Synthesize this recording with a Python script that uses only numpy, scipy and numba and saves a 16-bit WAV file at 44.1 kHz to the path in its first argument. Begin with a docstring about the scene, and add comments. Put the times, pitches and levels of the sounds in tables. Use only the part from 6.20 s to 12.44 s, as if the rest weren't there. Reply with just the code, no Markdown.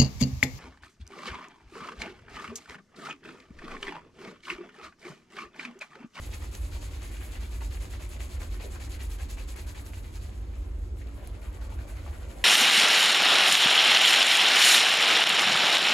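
"""Fingers rub a thickly lathered scalp about ten times a second: wet slosh, squish and fine fizz from clouds of bubbles.
Air pockets squelch, foam spurts, wet skin pops and soap films snap along the way, all built from short dying sines.
After about four seconds the rubbing pauses as the hair is gathered; strands tick and palms knead a wetter patch.
Soon the hands scrub on more softly, and the foam turns rounder as a whole palm settles on it.
Filtered noise and a faint hum make the small salon's ventilation throughout; a phone close by takes it in."""
import sys
import numpy as np
from scipy import signal
from scipy.fft import rfft, irfft
from scipy.io import wavfile
from scipy.ndimage import uniform_filter1d
from numba import njit

SR = 44100
rng = np.random.default_rng(int(sys.argv[2]) if len(sys.argv) > 2 else 0)


def bounce(signal):
    """Save signal as a 16-bit WAV file at the path given by the first command-line argument."""
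    frames = np.transpose(np.atleast_2d(signal))
    limited = np.clip(frames, -1, 1)
    pcm = np.round(limited * 32767).astype(np.int16)
    wavfile.write(sys.argv[1], SR, pcm)


N = 275184
TIME = np.arange(N) / SR  # seconds
FREQ = np.maximum(np.arange(N // 2 + 1) * SR / N, 1)  # Hz, kept above zero for logarithms


def undb(db):
    """Turn decibels into gain."""
    return 10 ** (np.asarray(db) / 20)


def unit(x):
    """Scale to an average strength (rms) of 1."""
    return x / np.sqrt(np.mean(x ** 2))


def colour(x, points):
    """Filter by (Hz, dB) points joined on a log-frequency axis."""
    hz, db = np.transpose(points)
    gain = undb(np.interp(np.log(FREQ), np.log(hz), db))
    return irfft(rfft(x) * gain, N)


def curve(table):
    """Join (time, level) points with straight lines, at every moment."""
    return np.interp(TIME, *np.transpose(table))


def walk(rate):
    """Wander smoothly at random, changing about rate times a second; spread 1."""
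    spectrum = rfft(rng.standard_normal(N))
    return unit(irfft(spectrum * np.exp(-(FREQ / rate) ** 2), N))


@njit
def ring(start, hz, cycles, size, glide):
    """Each bubble is a dying sine whose pitch climbs; size (bubbles, 2) is the root of its energy left and right."""
    out = np.zeros((2, N))
    for k in range(len(start)):
        life = cycles[k] * SR / hz[k]  # samples
        first = int(start[k] * SR)
        phase = 0.
        strength = np.sqrt(12 / life)  # short and long bubbles get equal energy
        fade = np.exp(-3 / life)
        for i in range(max(first, 0), min(first + int(2 * life) + 2, N)):
            phase += 2 * np.pi * hz[k] / SR * (1 + glide * (i - first) / life)
            strength *= fade
            value = strength * np.sin(phase)
            out[0, i] += value * size[k, 0]
            out[1, i] += value * size[k, 1]
    return out


def bubbles(start, hz, cycles, size, glide, spread=1.0):
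    """Bubbles burst or form (either sign), scattered left and right over the head."""
    sign = rng.choice([-1, 1], len(start))
    side = rng.uniform(-1, 1, len(start))
    balance = 1 + spread * np.outer(side, [1, -1])
    sizes = (sign * size)[:, None] * balance
    return ring(start, np.minimum(hz, .4 * SR), np.maximum(cycles, .5), sizes, float(glide))


def scrubbing(slosh_db=-5.5, fizz_db=0.58, ticks_db=-6):
    """Each rub stirs three sizes of bubble above their simmer; the larger ones come in clumps as the hair slips."""
    place, crest, rub_squish_db, rub_fizz_db, gap_hz = current_rub()
    calm_squish, calm_fizz, calm_slosh = undb(simmer())

    # the gap's resonance glides down 0.15 octaves over one rub
    gliding_gap_hz = gap_hz * 2 ** (-0.15 * (place - .5))
    slosh = cloud(low_hz=349, high_hz=1310, cycles=3.9, scatter_db=1.76, glide=0.05,
                  gap_db=3, gap_hz=gap_hz / 2.23, wander_octaves=0.48, count=8000)
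    squish = cloud(low_hz=1286, high_hz=3245, cycles=7.1, scatter_db=0.0, glide=0.085,
                   gap_db=3.5, gap_hz=gliding_gap_hz, wander_octaves=0.18, count=9000, gap_octaves=0.26)
    fizz = cloud(low_hz=3100, high_hz=14940, cycles=3.15, scatter_db=0.0, glide=0.0085,
                 gap_db=6.0, gap_hz=6760, wander_octaves=0.52, count=70000)
    # sticky strands tear through the squish with short, sparse ticks
    ticks = cloud(low_hz=900, high_hz=4460, cycles=1.55, scatter_db=2.5, glide=0.03,
                  gap_db=5.0, gap_hz=gap_hz, wander_octaves=0.4, count=1100)
    squish = unit(squish + undb(ticks_db) * ticks)

    slosh_rub = finger_speed(place, crest, grip=0.81, ease=2.0) * undb(rub_squish_db + slosh_db)
    squish_rub = finger_speed(place, crest, grip=1.0, ease=2.8) * undb(rub_squish_db)
    fizz_rub = finger_speed(place, crest=0.37, grip=0.58, ease=1.11) * undb(rub_fizz_db + fizz_db)
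    # the energy of the rub adds to that of the simmer
    slosh = slosh * np.hypot(calm_slosh, slosh_rub)
    squish = squish * np.hypot(calm_squish, squish_rub)
    fizz = fizz * np.hypot(calm_fizz, fizz_rub)

    clumps = slips(depth=0.39, decay_s=0.0071, count=380)
    # the wet middle of the sound leans to the left
    wet = slosh + squish * undb([[1.1], [-1.1]])
    return clumps * wet + clumps ** 0.11 * fizz


# rubs of the fingers: start_s, crest (share of the rub, 0-1), squish_db and fizz_db (relative levels),
# gap_hz (resonance of the gap under the fingers)
RUBS = [(-0.001, 0.4, -55.5, -51.5, 2210), (0.109, 0.5, -52.5, -49.5, 2640), (0.199, 0.25, -53, -53, 1820),
        (0.309, 0.37, -58.5, -51.5, 2890), (0.404, 0.4, -58.5, -54, 2320), (0.509, 0.46, -54, -51, 2440),
        (0.603, 0.4, -54.5, -49.5, 2720), (0.701, 0.55, -55, -53.0, 2540),
        (0.805, 0.33, -52.5, -51.5, 2300), (0.909, 0.5, -55, -54.5, 2390), (1.002, 0.05, -51, -52, 1870),
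        (1.107, 0.7, -53, -52.5, 2280), (1.196, 0.3, -54.5, -51.5, 2330), (1.299, 0.47, -54.5, -52.5, 2120),
        (1.404, 0.1, -52, -50.5, 1770), (1.498, 0.4, -53.5, -51.5, 2750), (1.597, 0.3, -52, -50.5, 2120),
        (1.694, 0.5, -51.5, -51, 1800), (1.789, 0.23, -51.5, -52, 1800), (1.888, 0.75, -55, -52.5, 2400),
        (1.992, 0, -52.5, -49, 2270), (2.089, 0.85, -56, -51.5, 2150), (2.191, 0.2, -50, -50.5, 1760),
        (2.297, 0.5, -55, -52, 2230), (2.394, 0.07, -51, -49.5, 2100), (2.499, 0.72, -53.5, -51.5, 1450),
        (2.594, 0.1, -53.5, -49.0, 1930), (2.69, 0.76, -54.5, -49, 2400), (2.787, 0.1, -53, -49.5, 2220),
        (2.891, 0.6, -60, -50.5, 2110), (2.98, 0.15, -52, -51, 2010), (3.083, 0.29, -58.5, -49, 2930),
        (3.167, 0.1, -50.5, -51.5, 2000), (3.27, 1, -59, -49.5, 2100), (3.354, 0.1, -52.5, -50.5, 2230),
        (3.461, 0.23, -55, -50, 1960), (3.543, 0.16, -52.5, -51.5, 1790), (3.644, 0.76, -58, -53, 1630),
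        (3.721, 0.6, -60, -54, 2230), (3.823, 0.3, -60, -56.5, 1950), (3.919, 0.6, -60.5, -56, 2700),
        (4.003, 0.4, -60, -56, 1620), (4.108, 0.1, -65, -65.5, 2170), (4.315, 0.4, -65.5, -72, 2180),
        (4.759, 0.2, -71, -61.5, 2210), (4.856, 0.3, -61, -77, 2200), (4.926, 0.9, -61, -64.5, 1630),
        (5.024, 0.3, -59, -61, 2740), (5.124, 0.3, -59, -65, 1700), (5.207, 0.43, -56.5, -60, 2150),
        (5.322, 0.28, -57.5, -60.0, 2530), (5.402, 0.2, -58, -55.5, 1870), (5.493, 0.4, -58, -57.5, 2270),
        (5.578, 0.25, -57, -58, 1900), (5.668, 0.35, -59, -55.5, 2240), (5.753, 0.35, -58, -58, 2130),
        (5.832, 0.55, -57, -59.5, 1660), (5.925, 0.15, -54.5, -61, 1740), (5.995, 0.4, -57, -62.5, 1990),
        (6.084, 0.35, -55.5, -55.5, 2010), (6.154, 0.45, -58, -57.5, 2220)]


def current_rub(longest_s=0.111):
    """Place within the current rub (0-1) and that rub's crest, levels and resonance at every moment."""
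    start, *columns = np.transpose(RUBS)
    length = np.minimum(np.diff(start, append=np.inf), longest_s)
    rub = np.maximum(np.searchsorted(start, TIME) - 1, 0)
    place = np.clip((TIME - start[rub]) / length[rub], 0, 1)
    return [place] + [column[rub] for column in columns]


def finger_speed(place, crest, grip, ease):
    """In each rub the fingers break loose, reach a crest of 1 and ease off to a stall."""
    top = np.clip(crest, .1, .9)  # leaves time to rise and to fall
    turn = np.minimum(place / top, (1 - place) / (1 - top)) * np.pi / 2
    return np.sin(turn) ** np.where(place < top, grip, ease)


# foam that keeps working between the rubs, fainter as the hair is gathered, then a wetter patch:
# time_s, squish_db, fizz_db, slosh_db (relative levels)
FOAM_SIMMER = [(0, -64, -57.5, -61), (.6, -63, -59.5, -63.5), (1.0, -56.5, -57, -67),
               (1.35, -64.5, -59.5, -64), (2, -61.5, -63, -60), (3.4, -63, -68, -61.5),
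               (4.05, -66.5, -62, -63), (4.2, -66.5, -66, -64), (4.43, -67.5, -64.5, -61.5),
               (4.52, -66.5, -71.5, -61), (4.66, -69, -65, -66), (4.745, -76, -72, -67),
               (4.8, -63, -69, -69), (4.98, -68, -65, -58.5), (5.2, -66, -65.5, -62.5),
               (5.5, -64, -70.5, -57), (5.85, -60, -59.5, -62), (6.24, -63.5, -64, -61)]


def simmer():
    """Foam works on by itself: levels of squish, fizz and slosh between the rubs, at every moment."""
    s, *columns = np.transpose(FOAM_SIMMER)
    return [np.interp(TIME, s, column) for column in columns]


def slips(depth, decay_s, count):
    """Wet strands catch and let go: each slip lifts the bubbles at once, then dies away; rms 1."""
    when, chance = rng.random((count, 2)).T
    kicks = np.bincount((when * N).astype(int), chance ** 2, N)
    dying = signal.lfilter([1], [1, -np.exp(-1 / (decay_s * SR))], kicks)
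    return unit(1 + depth * dying)


# colour of the bursting foam: pitch_hz, gain_db
LATHER_COLOUR = [(150, -34), (350, 3), (570, 7), (720, 4), (950, 3.5), (1300, 2), (1600, 1.5), (2400, 3),
                 (3200, 0.5), (4300, 2), (5500, -4.5), (7000, 0.5), (8800, 1.5), (10500, 1.5), (13000, -4),
                 (15800, -9.5)]


def cloud(low_hz, high_hz, cycles, scatter_db, glide, gap_db, gap_hz, wander_octaves, count, gap_octaves=0.53):
    """Many bubbles of one size class pop at random, favoured near the resonance of a changing gap; rms 1."""
    when, pitch, life, chance = rng.random((count, 4)).T
    hz = low_hz + pitch * (high_hz - low_hz)
    # above zero, scatter makes a few bubbles stand out; below zero, a few are fainter; zero means all alike
    size = undb(scatter_db * np.minimum(-np.log(1 - chance), 5))
    # the gap under the fingers keeps changing shape
    wandering_hz = gap_hz * 2 ** (wander_octaves * walk(16.7))
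    favoured = wandering_hz[(when * N).astype(int)]
    octaves_off = np.log2(hz / favoured)
    size = size * undb(gap_db * np.exp(-(octaves_off / gap_octaves) ** 2))
    pops = bubbles(when * N / SR, hz, cycles * 2 ** (2 * life - 1), size, glide)
    return unit(colour(pops, LATHER_COLOUR))


# how a flat palm colours the foam beneath it: pitch_hz, gain_db
PALM_COLOUR = [(1000, 0.5), (1550, 2), (2400, -0.5), (3300, -1), (6000, -1), (10000, 0)]
# from fingertips only to the whole hand: start_s, end_s
PALM_SETTLES_S = (4.7, 5.4)


def under_palm(x):
    """Once the hand lies flat on the head the foam sounds rounder and duller."""
    cover = np.interp(TIME, PALM_SETTLES_S, (0, 1))
    return (1 - cover) * x + cover * colour(x, PALM_COLOUR)


# palms kneading the wetter patch: time_s, level_db (before a slight wander)
KNEADING_SWELL = [(4.2, -73), (4.7, -65), (5.0, -60.5), (5.55, -65.5), (6.24, -55.5)]


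def kneading():
    """Flat hands squash big, low bubbles out of the soaked hair."""
    big = cloud(low_hz=282, high_hz=737, cycles=5.5, scatter_db=-1.5, glide=0.058,
                gap_db=6, gap_hz=640, wander_octaves=.2, count=3000)
    return big * undb(curve(KNEADING_SWELL) + 0.43 * walk(10))


# air pockets squeezed out of the lather: time_s, pitch_hz (middle of the cluster), length_s, level_db (relative)
AIR_POCKETS = [(.137, 2330, 0.017, -50), (.224, 720, 0.018, -64), (.346, 2110, 0.014, -56),
               (.561, 840, 0.014, -55), (1.158, 2140, 0.016, -50), (1.417, 960, 0.012, -48.5),
               (1.421, 1780, 0.0088, -57), (1.571, 2200, 0.0051, -50), (1.8, 1050, 0.014, -56),
               (2.011, 2420, 0.011, -51), (2.441, 524, 0.0137, -44), (2.459, 495, 0.012, -44),
               (2.562, 1210, 0.0093, -52), (2.615, 2040, 0.017, -52), (2.81, 2220, 0.018, -52),
               (3.395, 2210, 0.019, -55), (3.55, 1930, 0.0058, -52), (3.741, 2300, 0.014, -54),
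               (4.818, 2130, 0.012, -55.5), (5.42, 1210, 0.011, -55), (5.52, 830, .02, -52),
               (5.872, 910, 0.014, -47), (6.175, 645, 0.016, -51)]


def squelching():
    """Each squeezed air pocket breaks into a cluster of ringing bubbles."""
    return bursts(AIR_POCKETS, cycles=13.5, octaves=0.23, gain_db=-2.0, count=40)


# foam spurting between the fingers: time_s, pitch_hz (middle of the cluster), length_s, level_db (relative)
FOAM_SPURTS = [(.141, 6000, 0.015, -38), (.351, 5800, 0.0058, -32), (2.92, 6800, 0.011, -40),
               (3.108, 8050, 0.021, -40), (3.292, 7040, .017, -39.5), (3.667, 8100, 0.01, -40.5),
               (3.961, 7000, 0.016, -41)]


def spurting():
    """Foam forced between the fingers breaks into a hissing cluster of very short, high bubbles."""
    return bursts(FOAM_SPURTS, cycles=1.0, octaves=0.49, gain_db=-11.0, count=60)


def bursts(table, cycles, octaves, gain_db, count):
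    """Each row sets off a cluster of bubbles of about one size; it starts abruptly and trails off."""
    s, hz, length, db = np.repeat(np.array(table), count, axis=0).T
    late, pitch = rng.standard_normal((len(s), 2)).T
    start = s + np.maximum(late, -1) * length / np.pi
    # the cluster's energy is shared out among its bubbles
    size = undb(db + gain_db) * np.sqrt(length * SR / count)
    return bubbles(start, hz * 2 ** (octaves * pitch), np.full(len(s), cycles), size, 0.058)


# short wet pops of skin, and faint ticks of hair strands while the rubbing pauses:
# time_s, pitch_hz (at the start), level_db (root of energy)
POPS_AND_TICKS = [(.1375, 2600, -31), (1.408, 2400, -33), (1.7386, 1750, -25), (2.0055, 2310, -22),
                  (2.5592, 1600, -28), (2.5607, 1190, -31), (2.915, 3800, -36), (3.396, 2300, -30),
                  (3.5472, 3000, -35), (3.735, 2200, -25), (4.094, 3000, -37), (4.177, 2200, -42),
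                  (4.637, 1800, -39), (4.772, 2700, -41), (5.8643, 1120, -24)]


def popping_and_ticking(cycles=3.2):
    """Suction under a finger breaks with a short, wet pop; hair strands tick faintly; each is one dying sine."""
    s, hz, db = np.transpose(POPS_AND_TICKS)
    return bubbles(s, hz, np.full(len(s), cycles), undb(db), .06, spread=0.15)


# single soap films snapping: time_s, pitch_hz (at the start), level_db (root of energy)
FILM_SNAPS = [(0.144, 6500, -32), (0.355, 5500, -31), (1.892, 10000, -27), (1.904, 10000, -33),
              (2.082, 7100, -32), (3.3637, 10500, -26), (4.096, 7000, -51), (4.178, 7000, -42),
              (4.356, 7000, -39), (5.0741, 10200, -22.5)]


def snapping(cycles=9.7, small_db=-44, count=90):
    """Large films snap one by one; many smaller ones go off at random, louder where the fizz simmers more."""
    s, hz, db = np.transpose(FILM_SNAPS)
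    large = bubbles(s, hz, np.full(len(s), cycles), undb(db), .02, spread=0.073)
    when, pitch = rng.random((count, 2)).T
    _, calm_fizz_db, _ = simmer()
    effort = unit(undb(calm_fizz_db))[(when * N).astype(int)]
    size = np.sqrt(effort) * undb(small_db)
    small = bubbles(when * N / SR, 4500 + 7000 * pitch, np.full(count, cycles / 2), size, .02)
    return large + small


def salon(x, wet_db=-4, treble_db=-10, early_db=9, early_t60_s=0.026, tail_t60_s=0.31, shift_rate=7, count=8):
    """Glass walls close by give quick reflections and a short tail, different on each side; they shift at random."""
    t = TIME[:SR // 3]
    # T60 is the time to die away by 60 dB
    fade = undb(-60 * t / tail_t60_s) + undb(early_db - 60 * t / early_t60_s)
    tails = rng.standard_normal((count, 2, len(t))) * fade * (t > .002)
    tails /= np.linalg.norm(tails, axis=2, keepdims=True)
    # each place of the moving hands has its own set of reflections
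    places = np.array([walk(shift_rate) for _ in range(count)])
    places /= np.linalg.norm(places, axis=0)
    wet = 0
    for place, tail in zip(places, tails):
        wet = wet + signal.oaconvolve(x * place, tail, axes=1)[:, :N]
    both = x + colour(wet, [(1500, wet_db), (8000, treble_db)])
    return both * undb([[0.32], [-0.32]])  # slightly louder on the left


# rumble of the ventilation, shaping noise: pitch_hz, gain_db
RUMBLE_COLOUR = [(15, -52), (25, -23), (36, -15), (46, 0), (55, 0), (66, -3.5), (79, -12.5), (90, -21),
                 (112, -40), (300, -89)]
# uneven level of the low rumble, wandering irregularly: time_s, level_db (before a slight waver)
RUMBLE_LEVEL = [(0.0, -39), (0.3, -37), (0.48, -33.5), (0.65, -37), (1.02, -38), (1.51, -32), (1.75, -38),
                (2.27, -34), (2.57, -39), (2.97, -32.5), (3.6, -40), (4.1, -38.5), (4.57, -32.5),
                (5.03, -39.0), (5.4, -35), (6.23, -41)]
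# drone of the air ducts, shaping noise: pitch_hz, gain_db
DRONE_COLOUR = [(40, -28), (62, -16.5), (76, 1.5), (86, -6), (97, -3), (110, -19), (160, -32), (300, -72)]
# uneven level of the drone: time_s, level_db
DRONE_LEVEL = [(0, -42.5), (1.2, -45.5), (2.2, -40.5), (2.8, -46.5), (3.05, -50.5), (3.8, -41.5),
               (4.6, -46), (5.6, -39.5), (6.24, -47.5)]
# rush of air in the salon, shaping noise: pitch_hz, gain_db
AIR_COLOUR = [(60, 3), (140, 1.5), (185, -2), (230, 3), (265, -1), (296, 6.5), (325, -3), (358, 3.5),
              (420, -7.5), (480, -6), (700, -20.5), (1300, -21), (3000, -31), (8000, -35), (12000, -46),
              (16000, -64)]


def ventilation(air_db=-50.5, hum_hz=121, hum_db=-63.5):
    """An uneven low rumble and drone and a faint hum, nearly alike on both sides, under a diffuse rush of air."""
    rumble = colour(rng.standard_normal(N), RUMBLE_COLOUR)
    rumble /= np.sqrt(uniform_filter1d(rumble ** 2, size=8000))  # even out its own ups and downs
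    rumble = rumble * undb(curve(RUMBLE_LEVEL) + 0.5 * walk(7.0))
    drone = undb(curve(DRONE_LEVEL)) * unit(colour(rng.standard_normal(N), DRONE_COLOUR))
    # mains hum of the fan motor
    hum = undb(hum_db) * unit(np.sin(2 * np.pi * hum_hz * TIME))
    # air shared by both sides, and air opposite in sign on the two sides
    mid = unit(colour(rng.standard_normal(N), AIR_COLOUR))
    side = unit(colour(rng.standard_normal(N), AIR_COLOUR))
    side = colour(side, [(100, -4.0), (330, -10.0), (600, 3.0)])
    air = undb(air_db) * (mid + side * np.array([[1], [-1]]))
    return (rumble + drone + hum) * undb([[-.45], [.45]]) + air


def scene():
    """Foam in the room, over the ventilation."""
    foam = under_palm(scrubbing()) + kneading()
    foam = foam + squelching() + spurting() + popping_and_ticking() + snapping()
    return salon(foam) + ventilation()


def record(dry, shared_hz=6000, lag_s=.000219, top_hz=15800):
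    """The phone feeds the treble of one microphone to both sides, inverted and late on the left, and cuts the top."""
    left, right = rfft(dry)
    share = 1 / (1 + (shared_hz / FREQ) ** 24)  # 0 in the bass, 1 in the treble
    late = -right * np.exp(-2j * np.pi * FREQ * lag_s)
    left = np.sqrt(1 - share) * left + np.sqrt(share) * late
    low_pass = signal.ellip(10, .2, 70, top_hz, fs=SR, output="sos")
    return signal.sosfilt(low_pass, irfft(np.array([left, right]), N))


dry = scene()
out = record(dry)
bounce(out)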